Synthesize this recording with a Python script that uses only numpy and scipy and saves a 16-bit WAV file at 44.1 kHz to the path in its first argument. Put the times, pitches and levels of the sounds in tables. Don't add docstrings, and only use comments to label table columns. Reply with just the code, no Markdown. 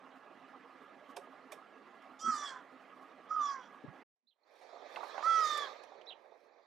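import sys
import numpy as np
from scipy import signal
from scipy.fft import rfft, irfft
from scipy.io import wavfile
from scipy.ndimage import uniform_filter1d

SR = 44100
rng = np.random.default_rng(int(sys.argv[2]) if len(sys.argv) > 2 else 0)


def wav_record(signal):
    frames = np.transpose(np.atleast_2d(signal))
    bounded = np.clip(frames, -1, 1)
    quanta = np.round(bounded * 32767).astype(np.int16)
    wavfile.write(sys.argv[1], SR, quanta)


N = 293706
CUT_S = 4.034

# f/Hz, width/Hz, level/dB
STONE_MODES = [(534, 130, 14.5), (840, 170, 10), (2340, 230, 2), (3600, 110, -4), (4700, 180, -18.5),
               (5430, 200, -11), (6870, 630, -24.5), (9510, 970, -24.5), (10400, 710, -30)]


def gain_of(db):
    return 10 ** (np.asarray(db) / 20)


def evened(x):
    return x / np.sqrt(np.mean(abs(x) ** 2) + 1e-20)


def read(points, hz):
    f, value = np.transpose(points)
    return np.interp(np.log(hz + 1), np.log(f + 1), value)


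def add(mix, s, sound, pan_db):
    part = mix[:, round(s * SR):][:, :len(sound)]
    sides = gain_of([[pan_db / 2], [-pan_db / 2]])
    part += sides / sides.mean() * sound[:part.shape[1]]


def through(modes, hz):
    return np.sqrt(sum(gain_of(db) ** 2 / (1 + (2 * (hz - f) / w) ** 2) for f, w, db in modes))


def resonate(x, hz, width):
    turn = np.exp(2j * np.pi * np.cumsum(hz * np.ones(len(x))) / SR)
    r = np.exp(-np.pi * width / SR)
    return 2 * (turn * signal.lfilter([1 - r], [1, -r], x / turn + 1e-18)).real


def wander(size, hz):
    span = max(int(SR / hz), 1)
    return evened(uniform_filter1d(uniform_filter1d(rng.standard_normal(size), span), span))


def wash(colour, same, pan, patchy_db, lumpy_db):
    frames, hz = N // 128 + 5, np.fft.rfftfreq(512, 1 / SR)
    a, b, c, d, patches = rng.standard_normal((frames, 257, 5)).T
    patches = evened(uniform_filter1d(uniform_filter1d(patches, 5, 0), 12, 1))
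    lumps = evened(uniform_filter1d(rng.standard_normal(frames), 6))
    like = np.clip(read(same, hz), -1, 1)[:, None]
    left = a + 1j * b
    right = like * left + np.sqrt(1 - like ** 2) * (c + 1j * d)
    z = np.array([left, right])
    z *= gain_of(read(colour, hz)[:, None] + patchy_db * patches + lumpy_db * lumps)
    z *= gain_of(np.array([[.5], [-.5]]) * read(pan, hz))[:, :, None]
    out = signal.istft(z, nperseg=512, noverlap=384)[1][:, :N]
    return out / np.std(out.mean(0))


def gurgles(count):
    # t/s, f/Hz, level/dB
    clear = [(.14, 714, -59), (.155, 265, -59), (.21, 864, -63), (.33, 265, -62), (.635, 480, -58),
             (.75, 500, -65), (.745, 264, -57), (.83, 1370, -58), (1.0, 592, -56.5), (1.08, 264.5, -54.5),
             (1.315, 616, -60), (1.49, 407, -55), (1.915, 1050, -59)]
    low_hz, high_hz = 351.8, 1298
    out, t = np.zeros((2, N)), np.arange(0, 0.045, 1 / SR)
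    at, high, size = rng.random((count, 3)).T
    faint = zip(at * CUT_S, low_hz * (high_hz / low_hz) ** high, -65.5 + 9.7 * (size - .5))
    for s, hz, db in [*clear, *faint]:
        blur = 1 + .4 * (wander(len(t), 120) + 1j * wander(len(t), 120))
        tone = (blur * np.exp(2j * np.pi * hz * t)).real
        add(out, s, gain_of(db) * np.hanning(len(t)) * tone, pan_db=-8.0)
    return out


def yard():
    # f/Hz, level/dB per Hz
    colour = [(24, -91), (40, -57.5), (123, -41.5), (260, -5), (417, -6.5), (797, -2), (949, -8),
              (1220, -0.5), (1490, -14), (1680, -9), (2270, -14), (2990, -18.5), (3840, -25), (13300, -54),
              (15500, -66)]
    # f/Hz, likeness
    same = [(60, 0.58), (180, 1), (550, 0.87), (1650, 1), (4970, 0.65), (15000, 0.2)]
    # f/Hz, left minus right/dB
    pan = [(60, 11), (180, -12), (550, -6), (1650, -7), (4970, -4.5), (15000, 1.5)]
    # f/Hz, width/Hz, level/dB, throb/dB
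    bands = [(264.7, 12, -69.5, 3.5), (1135, 40, -76, 7), (1242, 25, -73.5, 3.5), (1397, 33, -77.5, 5),
             (1660, 7.4, -72, 0.5), (1998, 18, -77.5, 3)]
    hum = np.zeros(N)
    for f, width, db, throb_db in bands:
        band = evened(resonate(rng.standard_normal(N), f, width))
        hum += gain_of(db + throb_db * wander(N, 30)) * band
    far = gain_of(-59) * wash(colour, same, pan, patchy_db=2.5, lumpy_db=0.5)
    return far + hum * gain_of([[-4], [2.5]]) + gurgles(count=50)


def peck(db, t60, tilt_db, body_db):
    t, hz = np.arange(6000) / SR, np.fft.rfftfreq(6000, 1 / SR)
    tilt = tilt_db * np.log2(np.maximum(hz, 1500) / 4000)
    colour = gain_of(tilt + body_db / (1 + (hz / 1100) ** 4)) * through(STONE_MODES, hz)
    colour *= hz ** 2 / (hz ** 2 + 350 ** 2) / (1 + (hz / 12000) ** 6)
    rise = np.sin(np.pi / 2 * np.minimum(t / .008, 1)) ** 2
    envelope = (gain_of(-60 * t / t60) + gain_of(-22 - 20 * t / t60)) * rise
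    uneven = gain_of(3.5 * wander(len(hz), 3000))
    grit = evened(rng.standard_normal(6000) * gain_of(1.9 * wander(6000, 510)))
    grit = irfft(rfft(grit) * evened(colour) * uneven)
    return gain_of(db - 5.0) * envelope * grit


def pecks():
    hits = [(1.162, -33, 0.055, -8, 6, 3), (1.5161, -38, 0.075, -10, 6, 1), (2.016, -63, 0.14, -11, 4, -3),
            (4.6072, -55.5, 0.35, -12, 0.1, 0), (4.958, -47, 0.1, -15, 0.5, -3),
            (5.0297, -51.5, 0.2, -17, 2, 0), (5.176, -47, 0.089, -21, 0.1, 0),
            (5.832, -41, 0.039, -24, 1.5, 0), (5.571, -33, 0.035, -20, 6, -8)]
    out = np.zeros((2, N))
    for s, db, t60, pan_db, *tone in hits:
        add(out, s, peck(db, t60, *tone), pan_db)
    return out


def ring(db, hz, t60, rattle, rise_s):
    t = np.arange(6000) / SR
    blur = evened(resonate(resonate(rng.standard_normal(len(t)), hz, 0.31 * hz), hz, 0.31 * hz))
    rise = np.sin(np.pi / 2 * np.minimum(t / rise_s, 1)) ** 2
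    return gain_of(db - 60 * t / t60) * rise * (np.sin(2 * np.pi * hz * t) + rattle * blur)


def knocks():
    # t/s, level/dB before the mode levels, f/Hz, left minus right/dB
    hits = [(1.168, -48, 2400, -3), (1.169, -44, 880, -8), (1.173, -40, 560, -8), (1.521, -47, 620, -8),
            (1.523, -52, 2100, -8), (1.272, -50, 686, -4), (4.731, -52, 563, -9), (4.756, -46, 700, -9),
            (4.823, -46, 577, -15), (4.959, -37.5, 2050, -5), (4.96, -47, 3200, -5),
            (4.9675, -35, 860, -16), (4.985, -42, 700, -16), (5.004, -41, 930, -21),
            (5.0305, -37, 830, -17), (5.045, -45, 1000, -17), (5.07, -47, 800, -17), (5.095, -47, 950, -17),
            (5.1425, -39, 720, -17), (5.155, -46, 620, -17), (5.177, -36, 800, -13),
            (5.178, -41, 1500, -13), (5.19, -40, 900, -13), (5.2055, -40, 850, -13),
            (5.2255, -38, 1000, -20), (5.255, -33, 821, -11), (5.917, -49, 800, -9),
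            (6.013, -53, 2456, -12), (6.017, -56, 2900, -12), (6.318, -51, 640, -15)]
    # multiple of pitch, level/dB, t60 in cycles of the pitch
    modes = [(.7, -8, 60), (1.001, -4, 70), (1.27, -7, 60), (1.75, -12, 36), (2.6, -22, 20)]
    out = np.zeros((2, N))
    for s, db, hz, pan_db in hits:
        knock = sum(ring(db + d, m * hz, cycles / hz, rattle=.7, rise_s=.0012) for m, d, cycles in modes)
        add(out, s, knock, pan_db)
    return out


def rocks(x):
    taps = np.zeros((2, 12000))
    at = np.arange(200, 11960, 20) + rng.integers(0, 20, (2, 588))
    np.put_along_axis(taps, at, rng.choice([-1., 1.], at.shape), 1)
    taps += 0.64 * taps[::-1]
    taps *= gain_of(-60 * np.arange(12000) / SR / 0.22)
    return signal.fftconvolve(x, taps / np.linalg.norm(taps[0]), axes=1)[:, :N]


def breath(size, colour):
    noise = irfft(rfft(rng.standard_normal(size)) * colour(np.fft.rfftfreq(size, 1 / SR)), size)
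    return evened(noise) / np.sqrt(2)


def caw(rows, resonances, slope_start_db, slope_end_db, third_under_db, third_top_db, pipe_hz,
        rough_start, rough_end, late_flutter, sharp):
    # t/s, depth/dB on the 2nd harmonic (half on the 3rd), width/s
    catches = [(2.259, 9, 0.0028), (2.28, 10, 0.0014), (2.317, 8, .003), (2.334, 4, 0.0025),
               (2.402, 14, 0.021), (2.471, 9, 0.024), (2.499, 5, 0.011), (3.324, 9, 0.0021),
               (3.34, 7.5, 0.0094), (3.36, 18, 0.0034), (3.379, 5.5, 0.003), (3.429, 8.5, 0.0023),
               (5.433, 5, 0.0031), (5.451, 2, 0.0023), (5.472, 4, .005), (5.496, 4.5, 0.0068),
               (5.523, 5, 0.0027), (5.541, 2, 0.0027), (5.563, 4, 0.003), (5.577, 8, 0.0035),
               (5.599, 8, .004), (5.617, 13, 0.0037), (5.652, 2, .003)]
    s, *columns = np.transpose(rows)
    t = np.arange(s[0], s[-1], 1 / SR)
    hz, second_db, pipe_db, upper_db, rasp = (np.interp(t, s, c) for c in columns)
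    rasp = np.clip(rasp, 0, 1)
    done = (t - s[0]) / (s[-1] - s[0])
    slope_db = slope_start_db + (slope_end_db - slope_start_db) * done
    third_db = np.minimum(second_db - third_under_db * np.maximum(1 - done / 0.72, 0), third_top_db)
    flutter = np.clip(np.interp(done, [0.31, 0.31 + 0.11], [0.14, late_flutter]), 0, 1)
    rough = np.clip(rough_start + (rough_end - rough_start) * done, 0, 1)
    flutter_hz = 55.05 * (1 + 0.11 * wander(len(t), 30))
    beat = np.sin(2 * np.pi * np.cumsum(flutter_hz) / SR)
    shaken_hz = hz * (1 + 0.037 * flutter * beat + 0.008 * rough * wander(len(t), 570))
    turns = np.cumsum(shaken_hz) / SR

    k = np.arange(1, 25)[:, None]
    swell_db = np.array([2.0 * wander(len(t), 25) + 2.5 * wander(len(t), 70) for _ in k])
    smear = np.array([wander(len(t), 820) + 1j * wander(len(t), 900) for _ in k])
    high_blur = .16 + .1 * np.maximum(k - 13, 0) + rasp * (.12 + .025 * k)
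    blur = np.where(k > 6, high_blur, .05 + .3 * rough)
    waves = np.exp(2j * np.pi * (k * turns + rng.random(k.shape)))
    tones = ((1 + blur * smear) / np.sqrt(1 + 2 * blur ** 2) * waves).real
    catch_db = sum(-db * np.exp(-((t - at) / width) ** 2) for at, db, width in catches)

    second = gain_of(second_db + catch_db + 3.0) * (1 + .3 * flutter * beat)
    second *= 1 + 0.6 * rough * wander(len(t), 230)
    out = second * ((1 + 1.36 * rough ** 2 * smear[1]) * np.exp(4j * np.pi * turns)).real
    third = tones[2] + 1.53 * rough * (smear[0] * np.exp(6j * np.pi * turns)).real
    low = third + gain_of(-17.5) * tones[0] + gain_of(-16.0) * tones[3]
    out += gain_of(third_db + catch_db / 2 + 3.0 * rough * wander(len(t), 70)) * low

    windpipe = [(pipe_hz, 347, 0)]  # f/Hz, width/Hz, level/dB

    def octaves_up(f):
        return np.log2(np.maximum(f / 7500, 1))

    def throat_colour(f):
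        return through(resonances, f) ** sharp * (f > 3900) * gain_of(slope_db.mean() * octaves_up(f))

    pipe = through(windpipe, k[4:6] * hz) ** 3
    throat = through(resonances, k[6:] * hz) ** sharp
    throat *= gain_of(swell_db[6:] + slope_db * octaves_up(k[6:] * hz))
    pipe_rasp = breath(len(t), lambda f: through(windpipe, f) ** 2)
    throat_rasp = breath(len(t), throat_colour)
    air_share = rasp ** 3
    upper = np.zeros(len(t))
    for db, shape, part, noise in [(pipe_db, pipe, tones[4:6], pipe_rasp),
                                   (upper_db, throat, tones[6:], throat_rasp)]:
        voiced = (shape * part).sum(0) / np.linalg.norm(shape, axis=0)
        upper += gain_of(db) * (np.sqrt(1 - air_share) * voiced + np.sqrt(air_share) * noise)
    out += np.sqrt(2) * (1 - .5 * flutter * beat) * upper
    return out * signal.windows.tukey(len(t), .06)


def caws():
    # t/s, f/Hz, level/dB of the 2nd harmonic,
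    # level/dB of the windpipe ring, level/dB of the upper harmonics, rasp on these upper parts 0-1
    calls = [
        [(2.185, 561, -67, -63, -64, .6), (2.215, 642.6, -52.5, -65.5, -52.5, 0.1),
         (2.265, 654.5, -30, -53, -51.5, .2), (2.308, 644.5, -30.5, -67, -51.5, 0.3),
         (2.318, 624.4, -35.5, -71, -51, 0.4), (2.35, 608, -37, -64, -51, .2),
         (2.385, 591, -37.5, -57.5, -50.5, 0.3), (2.435, 577.3, -39, -56, -54, 0.4),
         (2.465, 564, -42.5, -45.5, -54, 0.1), (2.495, 548, -48, -53.5, -56, 0.55),
         (2.512, 535, -49.5, -68, -60, 0.7), (2.535, 519, -52, -70, -68, 0.88),
         (2.575, 505.4, -56.5, -67, -76, 1), (2.62, 494, -67, -78, -86, 1)],
        [(3.285, 591, -57, -79, -75.5, 1), (3.302, 628.5, -54, -76, -69.5, .9),
         (3.312, 631.4, -33.5, -78, -69, .8), (3.345, 635.3, -33.5, -75, -65.5, .6),
         (3.368, 625, -30.5, -73, -69.5, .6), (3.385, 619, -35, -70, -73, .6),
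         (3.402, 605.3, -31, -66, -66, 0.5), (3.415, 591.4, -31, -63, -57.5, .35),
         (3.47, 570, -37.5, -54, -54, 0.25), (3.5, 561, -38.5, -58.5, -55.5, 0.6),
         (3.535, 548, -42.5, -72, -59, 0.8), (3.575, 527.7, -48.5, -80, -72.5, 1),
         (3.63, 489.7, -63.5, -67, -75.5, 0.93), (3.69, 462, -68, -73, -77, 1)],
        [(5.215, 563, -60, -70, -70, .7), (5.231, 589, -42, -71, -62, .6), (5.245, 631, -34, -66, -56.5, .3),
         (5.271, 666.8, -29, -62, -58.5, .2), (5.339, 659.2, -30, -50.5, -52.5, 0.36),
         (5.38, 649.4, -28, -53.5, -50.5, .2), (5.41, 641.6, -29, -60.5, -51.5, .2),
         (5.449, 617, -32.5, -50, -47.5, 0.35), (5.523, 603.6, -35, -43, -50.5, 0.23),
         (5.58, 590, -38.5, -46, -54.5, .4), (5.63, 571.5, -42, -48.5, -59.5, .4),
         (5.655, 551, -48, -50, -65, .4), (5.67, 525, -50, -66, -72, .5), (5.69, 494.4, -52, -78, -85, .6)],
    ]
    # f/Hz, width/Hz, level/dB in each caw
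    throat = [(4300, 600, -2, -3.5, -3.5), (5020, 280, 2.5, 1.5, 7), (5814, 240, 6.5, 5.5, 4.5),
              (6940, 300, 1.5, -0.5, 0), (7900, 800, -4, -15.5, -19), (9300, 1400, -14, -23.5, -23),
              (12050, 3840, -31.5, -36.5, -20.5)]
    # left minus right/dB, slope of the top treble at first and at the end/dB per octave,
    # 3rd harmonic under the 2nd at first/dB, its ceiling/dB, windpipe f/Hz, roughness at first and
    # at the end 0-1, late flutter 0-1, sharpness of the throat resonances (power), echo/dB
    places = [(-6, -1.5, -17.5, 37.5, -48.5, 3350, 0.086, 0.68, 0.37, 1.4, -10.5),
              (-7, -18.5, -24, 56.5, -52, 3330, 0.14, 0.38, 0.48, 1.7, -14),
              (-9.5, -10, -3, 21.5, -44.5, 3500, 0.071, 0.17, 0.4, 0.92, -12.5)]
    crows, thrown = np.zeros((2, 2, N))
    for i, (rows, (pan_db, *voice, echo_db)) in enumerate(zip(calls, places)):
        resonances = [(hz, width, dbs[i]) for hz, width, *dbs in throat]
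        call = caw(rows, resonances, *voice)
        add(crows, rows[0][0], call, pan_db)
        add(thrown, rows[0][0], gain_of(echo_db) * call, pan_db)
    return crows, thrown


def bumps():
    # t/s, level/dB before rattle, f/Hz, t60/s, rise/s,
    # left minus right/dB
    rows = [(2.238, -44.5, 243, 0.15, .014, -11), (2.272, -37, 237, 0.12, .013, -12),
            (2.335, -46, 261, 0.12, .012, -11), (3.8385, -30, 266, 0.031, .005, 9.5),
            (3.843, -44, 140, 0.054, .007, -18), (3.851, -42, 370, 0.041, .004, 9),
            (3.868, -48.5, 230, .047, .005, -3.5), (3.876, -42, 135.6, .065, .006, -20),
            (3.894, -43.5, 180.8, 0.061, .006, -21), (4.215, -84.5, 240, 0.27, .045, -11.5)]
    out = np.zeros((2, N))
    for s, db, hz, t60, rise_s, pan_db in rows:
        low = ring(db, hz, t60, 0.5, rise_s)
        fifth = ring(db - 13.5, 1.5 * hz, 0.7 * t60, 0.97, rise_s)
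        add(out, s, low + fifth, pan_db)
    return out


def fade_in():
    t = np.arange(N) / SR
    full_s, climb_db_per_s, quiet_db = 4.478, 173.5, -32.5
    return gain_of(np.clip((t - full_s) * climb_db_per_s, quiet_db, 0)) * (t > CUT_S + .122)


def bright_grit():
    # t/s, hold/s, level/dB
    bouts = [(4.58, 0.0083, -77), (4.952, 0.14, -68), (5.13, .1, -70.5), (5.3, 0.25, -72),
             (5.841, .01, -84)]
    t = np.arange(N) / SR
    rise_db_per_s, fall_db_per_s, floor_db = 120, 120, -89
    bouts_db = [db - np.maximum(rise_db_per_s * (s - t), 0) - np.maximum(fall_db_per_s * (t - s - hold), 0)
                for s, hold, db in bouts]
    clumps = np.clip(.6 + wander(N, 14), .05, None)
    grains = (rng.random((2, N)) < 600 * clumps / SR) * rng.standard_normal((2, N))
    grains *= gain_of(1.9 * rng.exponential(1, (2, N)))
    hz = np.fft.rfftfreq(N, 1 / SR)
    colour = hz ** 2 / (hz ** 2 + 400 ** 2) * through(STONE_MODES, hz)
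    colour *= gain_of(3.5 * np.log2(np.maximum(hz, 300) / 4000))
    spread = np.exp(1j * np.pi * (hz / 1500) ** 2)
    grit = irfft(rfft(grains + 0.82 * grains[::-1]) * colour * spread, N)
    level_db = np.maximum(np.max(bouts_db, axis=0), floor_db)
    return evened(grit) * gain_of([[-5], [4]] + level_db)


def chirp(rows):
    s, *columns = np.transpose(rows)
    t = np.arange(s[0], s[-1], 1 / SR)
    hz, db, burr = (np.interp(t, s, c) for c in columns)
    blur = 1 - np.clip(burr, 0, 1) + burr * (wander(len(t), 900) + 1j * wander(len(t), 900))
    whistle = (blur * np.exp(2j * np.pi * np.cumsum(hz) / SR)).real
    return gain_of(db) * whistle * signal.windows.tukey(len(t), .2)


def chirps():
    # t/s, top f/Hz, level/dB before the shape, extra fade/dB per s
    calls = [(4.268, 4190, -61.5, 198), (6.064, 4034, -44, 5)]
    # t/s after start, multiple of pitch, level/dB, burr 0-1
    arch = [(0, .82, -7, 0), (.008, .96, -6, 0.23), (0.025, 1, -2, 0.15), (0.039, .92, -4, 0.3),
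            (0.045, .73, -4.5, 0.78), (0.054, .82, -3, .45), (.067, .73, -9, 0.8), (.085, .62, -30, 0.9)]
    # t/s, f/Hz at the start, level/dB
    peeps = [(4.433, 4300, -75), (4.923, 3600, -59.5), (6.058, 5520, -68)]
    peep_s, fall, burr = 0.011, 0.037, 0.26
    out = np.zeros((2, N))
    for s, hz, db, fade_db in calls:
        rows = [(at, m * hz, db + d - fade_db * at, arch_burr) for at, m, d, arch_burr in arch]
        add(out, s, chirp(rows), pan_db=-11.5)
    for s, hz, db in peeps:
        add(out, s, chirp([(0, hz, db, burr), (peep_s, hz * (1 - fall), db, burr)]), pan_db=-22)
    return out


def air():
    # f/Hz, level/dB per Hz
    gust_colour = [(24, -79), (40, -30.5), (200, -38.5), (360, -10.5), (565, -1), (637, -3), (901, -6.5),
                   (1460, -18), (1650, -13.5), (2500, -17), (3250, -77.5), (5500, -120)]
    # f/Hz, level/dB per Hz
    hiss_colour = [(710, -35), (1200, 10), (1470, -14.5), (1600, 2), (2310, -3), (2860, -11.5),
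                   (3610, -1.5), (4430, -2), (4930, -11), (5430, -9.5), (6510, -15.5), (8700, -35),
                   (12000, -46), (14400, -37.5), (15500, -44)]
    # t/s, gust level/dB, hiss level/dB
    levels = [(4.44, -70.5, -80), (4.64, -62, -66), (4.8, -56, -64.5), (4.93, -52.5, -60.5),
              (5.1, -58, -55), (5.28, -52.5, -54), (5.48, -49.5, -50), (5.65, -51, -49.5),
              (5.81, -57.5, -63.5), (5.99, -58, -71), (6.15, -60.5, -78), (6.66, -68.5, -78)]
    # f/Hz, likeness
    same = [(60, 0.41), (180, 0.97), (550, 0.98), (1650, 0.28), (4970, 0.59), (15000, 0.1)]
    # f/Hz, left minus right/dB
    pan = [(60, 20), (180, -24), (550, -13.5), (1650, -9), (4970, -5), (15000, -21.5)]
    s, gust_db, hiss_db = np.transpose(levels)
    t = np.arange(N) / SR
    gusts = wash(gust_colour, same, pan, patchy_db=-2.0, lumpy_db=1.0)
    hiss = wash(hiss_colour, same, pan, patchy_db=3.0, lumpy_db=-0.2)
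    return gusts * gain_of(np.interp(t, s, gust_db)) + hiss * gain_of(np.interp(t, s, hiss_db))


def scene():
    near = pecks() + knocks() + chirps()
    near = signal.sosfilt(signal.butter(2, 300, "high", fs=SR, output="sos"), near)
    crows, thrown = caws()
    echoes = rocks(gain_of(-14.5) * near + thrown)
    before = np.clip((CUT_S - np.arange(N) / SR) / 0.008, 0, 1)
    return near + crows + echoes + bumps() + before * yard() + fade_in() * (air() + bright_grit())


def record(dry):
    thin = signal.sosfilt(signal.butter(2, 95, "high", fs=SR, output="sos"), dry)
    treble_limit = signal.firwin(511, 15550, window=("kaiser", 9), fs=SR)
    return signal.oaconvolve(thin, treble_limit[None], "same")


dry = scene()
out = record(dry)
wav_record(out)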